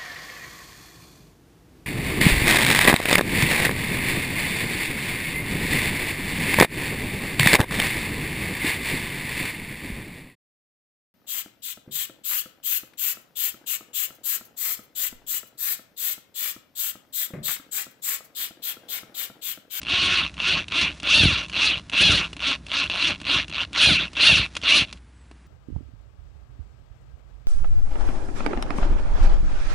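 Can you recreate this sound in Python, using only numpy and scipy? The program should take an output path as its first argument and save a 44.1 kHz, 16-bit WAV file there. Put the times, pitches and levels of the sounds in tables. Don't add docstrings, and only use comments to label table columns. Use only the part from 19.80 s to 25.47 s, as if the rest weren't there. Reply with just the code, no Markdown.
import sys
import numpy as np
from scipy import signal
from scipy.fft import rfft, irfft
from scipy.io import wavfile
from scipy.ndimage import uniform_filter1d

SR = 44100
rng = np.random.default_rng(int(sys.argv[2]) if len(sys.argv) > 2 else 0)


def write(x):
    x = np.atleast_2d(x).T
    wavfile.write(sys.argv[1], SR, np.round(np.clip(x, -1, 1) * 32767).astype(np.int16))


N = 250047
TIME = np.arange(N) / SR


def undb(db):
    return 10 ** (np.asarray(db) / 20)


def curves(rows):
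    times, *columns = np.transpose(sorted(map(tuple, rows)))
    return [np.interp(TIME, times, column) for column in columns]


def unit(x):
    return x / np.sqrt(np.mean(x ** 2))


def wander(rate_hz):
    knots = np.arange(0, N / SR + 1, 1 / rate_hz)
    return 1.2 * np.interp(TIME, knots, rng.standard_normal(len(knots)))


def through(x, impulse_response):
    return signal.fftconvolve(x, impulse_response)[:N]


def response(colour, rings=(), size=8192):
    hz = np.maximum(np.arange(size // 2 + 1) * SR / size, 1)
    points_hz, points_db = np.transpose(colour)
    db = np.interp(np.log(hz), np.log(points_hz), points_db)
    for centre, width, height in rings:
        db = db + height / (1 + (2 * (hz - centre) / width) ** 2)
    cepstrum = irfft(np.log(undb(db)))
    cepstrum[1:size // 2] *= 2
    cepstrum[size // 2 + 1:] = 0
    h = irfft(np.exp(rfft(cepstrum)))
    return h / np.linalg.norm(h)


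def fade(t60):
    return np.exp(-np.log(1000) * TIME[:int(t60 * SR) + 2] / t60)


def tail(t60):
    decay = fade(t60)
    h = decay * rng.standard_normal(len(decay))
    return h / np.linalg.norm(h)


def impulses(times, sizes, order=6):
    place = np.asarray(times)[:, None] * SR
    index = place.astype(int) + np.arange(-order, order + 1)
    shape = np.sinc(index - place) * np.sinc((index - place) / (order + 1))
    weights = np.asarray(sizes)[:, None] * shape
    return np.bincount(np.clip(index, 0, N - 1).ravel(), weights.ravel(), N)


def chatter(pulses, t60):
    decay = fade(t60) ** 2
    energy = np.abs(through(pulses ** 2, decay / decay.sum()))
    return np.sqrt(energy) * rng.standard_normal(N)


def disperse(x, spread_s, size=4096):
    bins = np.arange(size // 2 + 1)
    delay = spread_s * np.interp(bins, np.linspace(0, size // 2, 60), rng.random(60))
    phase = -2 * np.pi * np.cumsum(delay) * SR / size
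    lead = size // 8
    h = np.roll(irfft(np.exp(1j * phase)), lead)
    return signal.fftconvolve(x, h)[lead:lead + N]


# frequency in Hz, relative density in dB per Hz.
SHOP_AIR = [(30, -23), (65, -4), (110, -10), (200, -14), (480, -29), (1800, -30.5), (3000, -36),
            (6500, -43.5), (10000, -45)]
# time in seconds, frequency in Hz, peak level in dB.
WHISTLE_PATH = [(5.33, 7590, -90.5), (5.36, 7950, -69), (5.39, 8100, -70.5), (5.42, 7870, -65),
                (5.455, 7470, -81), (5.49, 7700, -76), (5.515, 8270, -72.5), (5.56, 8700, -100),
                (5.62, 8250, -76), (5.67, 6870, -82.5)]


def workshop(air_db=-52.5, side_db=-30.0, hum_hz=61, hum_db=-50):
    colour = response(SHOP_AIR)
    mid = unit(through(rng.standard_normal(N), colour))
    side = unit(through(rng.standard_normal(N), colour))
    air = undb(air_db) * (mid + undb(side_db) * side * np.array([[1], [-1]]))
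    hum = np.sqrt(2) * undb(hum_db) * np.sin(2 * np.pi * hum_hz * TIME)
    whistle_hz, whistle_db = curves(WHISTLE_PATH)
    whistle = undb(whistle_db) * np.sin(2 * np.pi * np.cumsum(whistle_hz) / SR)
    return air + hum + whistle


def scrape(rate_hz, level_db=-54, turning_db=4, grain_db=3, flicker_db=3):
    chance = rng.standard_normal((N // 10, 2))
    sizes = chance[:, 0] * undb(grain_db * chance[:, 1])
    grains = impulses(rng.uniform(0, N / SR, len(chance)), sizes)
    plastic = response([(100, -17.5), (280, -11.5), (450, -11), (1100, -9.0), (2000, -7.5), (4000, -8),
                        (7000, -16.0), (10000, -24.0)], TOOL_RINGS)
    rustle = unit(disperse(through(grains, plastic), spread_s=.002))
    turning = np.clip((rate_hz - CRAWL_HZ) / 100, 0, 1)
    working = np.clip((5.2 - TIME) / .08, 0, 1)
    return rustle * undb(level_db + turning_db * turning + flicker_db * wander(rate_hz=17)) * working


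# frequency in Hz, width in Hz, relative level in dB.
BENCH_MODES = [(74, 78, 0), (92.8, 26, 1), (136, 92, -3.5), (163, 41, 0.5), (199, 27, -6), (287, 55, -7.5),
               (407, 102, -16), (650, 270, -17)]
# time in seconds, relative peak level in dB.
FITTING_JOLTS = [(.134, -25.5), (1.403, -18), (1.435, -8.5), (1.456, -5.5), (1.483, -16), (1.53, -20),
                 (1.97, -28), (2.208, -22), (2.295, -13), (2.333, -17.5), (3.561, -21.5), (4.071, -18),
                 (4.134, -20.5), (4.526, -20), (4.596, -17), (5.02, -22)]


def bench(rumble_db, grain_db=4, trim_db=-5.0, jolt_db=-1):
    t = TIME[:SR // 4]
    modes = 0
    for k, (hz, width, db) in enumerate(BENCH_MODES):
        ringing = np.exp(-np.pi * width * t) * np.sin(2 * np.pi * hz * t)
        modes = modes + undb(db) * np.sqrt(width) * ringing * (-1) ** k
    chance = rng.standard_normal((N // 150, 2))
    knock_times = np.sort(rng.uniform(0, N / SR, len(chance)))
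    knocks = impulses(knock_times, np.sign(chance[:, 0]) * undb(grain_db * chance[:, 1]))
    working = np.clip((5.2 - TIME) / .1, 0, 1)
    rumble = unit(through(knocks, modes)) * undb(rumble_db + trim_db) * working
    jolt_times, peak_db = np.transpose(FITTING_JOLTS)
    thud = response([(25, -29.5), (60, 5.5), (100, 4), (220, -3.0), (400, -16), (900, -30.5), (3000, -46.5)])
    jolts = through(impulses(jolt_times, undb(peak_db + jolt_db)), thud / np.abs(thud).max())
    return rumble + jolts


# time in seconds, relative level of the metal snap in dB, relative level of the housing knock in dB.
TRIGGER_AND_CHUCK = [(.016, -33.5, -45), (.031, -33, -24), (.541, -39, -47), (.8824, -31, -37),
                     (1.2, -33.5, -48), (1.231, -31, -18.5), (1.6836, -37, -42), (1.697, -32, -54),
                     (2.097, -31, -36), (2.5303, -32, -24), (2.566, -33.5, -22), (2.8659, -34.5, -41),
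                     (3.401, -37, -48), (3.4149, -33.5, -22), (3.681, -35.5, -51), (3.6973, -34, -24),
                     (3.9308, -30, -32), (4.3324, -35.5, -35), (4.7522, -30, -30), (4.7674, -21, -24),
                     (4.8157, -38.5, -40), (5.1272, -30, -39), (5.1736, -52, -44), (5.5127, -47, -27)]
# time in seconds, relative level of the tool's ring in dB.
TAP_BITES = [(.601, -9.5), (.921, -10.5), (1.2721, -6), (1.733, -17), (2.134, -8), (2.7516, -14),
             (2.9165, -11), (3.0985, -7.5), (3.467, -12), (3.8075, -13.5), (3.95, -14), (4.3687, -11),
             (4.3992, -9.5), (4.7653, -11), (4.8349, -12)]
CLICK_RING_DB = 12
BITE_SNAP_DB, BITE_KNOCK_DB = -38, -24


def ticks(ring_db=6, snap_db=12, knock_db=5, chatter_db=1):
    clicks = [(s, snap + CLICK_RING_DB, snap, knock) for s, snap, knock in TRIGGER_AND_CHUCK]
    bites = [(s, ring, ring + BITE_SNAP_DB, ring + BITE_KNOCK_DB) for s, ring in TAP_BITES]
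    times, rings, snaps, knocks = np.transpose(clicks + bites)
    tool = response(TOOL_BODY, TOOL_RINGS)
    steel = response([(200, -15.0), (1300, -11), (2200, -1), (4300, 12.0), (6500, 6), (10000, -2.0)])
    housing = response([(100, 0.0), (300, 18.0), (500, -1), (1300, 0.5), (2000, -3), (4000, -24),
                        (10000, -39)], TOOL_RINGS)
    out = 0
    for db, colour in (rings + ring_db, tool), (snaps + snap_db, steel), (knocks + knock_db, housing):
        blows = impulses(times, undb(db))
        out = out + through(blows + undb(chatter_db) * chatter(blows, t60=.03), colour)
    return disperse(out, spread_s=0.000996)


def jumps(rate_hz, lock, strain, wobble=.005, strain_wobble=.045, slop=0.019, locked_slop=.008,
          scatter_db=1.16, rebound=0.99, locked_rebound=0.73):
    unsteady = 1 + (wobble + strain_wobble * strain) * wander(rate_hz=70)
    teeth = np.cumsum(rate_hz * unsteady) / SR
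    times = np.interp(np.arange(1, int(teeth[-1])), teeth, TIME)
    rate = np.interp(times, TIME, rate_hz)
    locked = np.interp(times, TIME, lock)
    shift, strength, flight, bounce = rng.standard_normal((len(times), 4)).T
    times = times + (slop + locked * (locked_slop - slop)) * shift / rate
    sizes = undb(scatter_db * strength) / np.sqrt(rate)
    rebound_times = times + 0.0009335 * np.exp(0.445 * flight)
    rebound_sizes = sizes * (rebound + locked * (locked_rebound - rebound)) * undb(2 * bounce)
    return unit(impulses(times, sizes) + impulses(rebound_times, rebound_sizes))


def seating(x, depth_db=3, rate_hz=50):
    centres = [300, 620, 1070, 1450, 2000, 2650, 3000, 3450, 4200, 5700, 9000]
    hz, spectrum = np.fft.rfftfreq(N, 1 / SR), rfft(x)
    out = 0
    for share in np.eye(len(centres)):
        band = irfft(spectrum * np.interp(hz, centres, share), N)
        out = out + band * undb(depth_db * wander(rate_hz))
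    before, after = (np.abs(uniform_filter1d(v ** 2, size=900)) + 1e-12 for v in (x, out))
    return out * np.sqrt(before / after)


# frequency in Hz, relative level in dB.
TOOL_BODY = [(120, -25), (280, -11), (450, -18.5), (850, -17), (1300, -13), (1900, -13.5), (2300, -7),
             (2700, -1.5), (3400, -6), (4400, -11.5), (5000, -22.5), (6100, -24.5), (7400, -35.5),
             (9000, -38.5), (10300, -39)]
# frequency in Hz, width in Hz, height over the colour in dB.
TOOL_RINGS = [(612, 80, 9), (1070, 75, 6.5), (1400, 160, 4), (1690, 70, 2), (2470, 80, 2), (2710, 130, 3.3),
              (2860, 100, 3.3), (3080, 170, -3), (3350, 150, 3), (3500, 80, 2), (3810, 70, 2),
              (4090, 90, 3), (5305, 90, 3), (5780, 200, 4), (9950, 500, 3)]


def clutch(rate_hz, level_db, trim_db=-1.0, loose_chatter_db=-5, locked_chatter_db=-10, growl_db=-19.5):
    fast = np.clip((rate_hz - 330) / 350, 0, 1)
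    pull = uniform_filter1d(np.gradient(rate_hz) * SR, size=1500)
    lock = fast * np.clip(.7 - pull / 4500, .1, 1)
    running = np.clip((rate_hz - 48) / 30, 0, 1)
    pulses = jumps(rate_hz, lock, strain=fast - lock) * undb(level_db + trim_db) * running
    buzz = chatter(pulses, t60=.02)
    chatter_db = loose_chatter_db + lock * (locked_chatter_db - loose_chatter_db)
    force = pulses + undb(chatter_db) * buzz
    hardness = np.clip((level_db + 24.5) / 8, 0, 1)
    hard_colour = response([(300, -1.0), (800, -13), (1500, -4.5), (2700, -2.0), (4400, 2.5), (5500, 2),
                            (7500, 3.5), (10000, 8.5), (13000, -28.5), (20000, -12.0)])
    hard = undb(2.5) * through(force, hard_colour)
    blows = (1 - hardness) * force + hardness * hard
    ring = through(blows, response(TOOL_BODY, TOOL_RINGS))
    shell = response([(150, -9), (600, 3.5), (900, 2.0), (1500, -12.5), (2200, -4), (4000, -34.5)], TOOL_RINGS)
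    growl = through(buzz * hardness, shell)
    return seating(disperse(ring, spread_s=0.001664) + undb(growl_db) * growl)


INERTIA_S, CRAWL_HZ = .03, 30.05
RATTLE_DB_PER_OCTAVE, RUMBLE_DB_PER_OCTAVE = 7.5, 14.5
RUMBLE_LAG_S, GRIP_RUMBLE_DB = 0.054, -42.5
FULL_FORCE_HZ, SOFT_JUMP_DB = 230.6, -8
# start in seconds, run-up in seconds, hold in seconds, run-down in seconds,
# top clutch rate in Hz, relative rattle level at the top in dB, relative bench rumble level at the top in dB.
TRIGGER_SQUEEZES = [ (0.023, 0.11, 0.26, 0.13, 364.8, -21, -33), (.538, 0.15, 0.028, .161, 379.9, -20, -30),
                    (0.873, 0.1, .062, 0.12, 348, -21, -33.5),
                    (1.208, 0.14, 0.055, 0.29, 913.6, -15, -21.5),
                    (1.689, 0.14, 0.049, 0.15, 429.2, -19, -37),
                    (2.1, 0.12, 0.055, 0.23, 842.7, -14.5, -23), (2.558, 0.1, 0.06, .064, 275.7, -22, -44),
                    (2.851, 0.11, 0.061, .085, 286, -22.5, -36.5),
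                    (3.09, .014, 0.058, .1, 180.6, -25.5, -42),
                    (3.091, .133, 0.053, 0.11, 340.5, -21, -31.5),
                    (3.411, .11, .043, .108, 362.4, -20, -32), (3.64, 0.17, 0.0098, 0.055, 192.2, -22, -46),
                    (3.92, 0.11, .044, 0.23, 838, -14, -21.5),
                    (4.339, 0.13, 0.039, 0.18, 912.6, -12.8, -22.5),
                    (4.801, 0.12, 0.055, 0.09, 600.8, -14.5, -33.5),
                    (5.052, .02, .04, .02, 110.9, -44.5, -37)]


def drive():
    rate_hz, rattle_db, rumble_db = CRAWL_HZ, -np.inf, GRIP_RUMBLE_DB
    for start, up, hold, down, top_hz, top_rattle_db, top_rumble_db in TRIGGER_SQUEEZES:
        trigger = np.interp(TIME, start + np.cumsum([0, up, hold, down]), [0, 1, 1, 0])
        speed = np.maximum(uniform_filter1d(trigger, size=int(INERTIA_S * SR)), 1e-6)
        octaves = np.log2(speed)
        late_octaves = np.interp(TIME - RUMBLE_LAG_S, TIME, octaves)
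        rate_hz = np.maximum(rate_hz, top_hz * speed)
        rattle_db = np.maximum(rattle_db, top_rattle_db + RATTLE_DB_PER_OCTAVE * octaves)
        rumble_db = np.maximum(rumble_db, top_rumble_db + RUMBLE_DB_PER_OCTAVE * late_octaves)
    softness = np.clip(1 - rate_hz / FULL_FORCE_HZ, 0, 1)
    return rate_hz, rattle_db + SOFT_JUMP_DB * softness, rumble_db


def scene(room_db=-22, side_db=-11, pan_db=-0.23):
    rate_hz, rattle_db, rumble_db = drive()
    tool = scrape(rate_hz) + bench(rumble_db) + ticks() + clutch(rate_hz, rattle_db)
    mid = tool + undb(room_db) * through(tool, tail(t60=0.11))
    width = response([(60, -17), (300, -9.5), (1200, -5.0), (2800, -14.5), (4500, -7.0), (8000, -2), (11000, 4)])
    side = undb(side_db) * through(through(tool, width), tail(t60=.09))
    return np.array([(mid + side) * undb(pan_db), mid - side]) + workshop()


def record(dry):
    bass_cut = signal.butter(3, 36, "high", fs=SR, output="sos")
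    sound = signal.sosfilt(bass_cut, dry)
    sound = np.tanh(1.2 * sound) / 1.2
    top_cut = signal.ellip(12, .2, 80, 10550, fs=SR, output="sos")
    return signal.sosfilt(top_cut, sound)


dry = scene()
out = record(dry)
write(out)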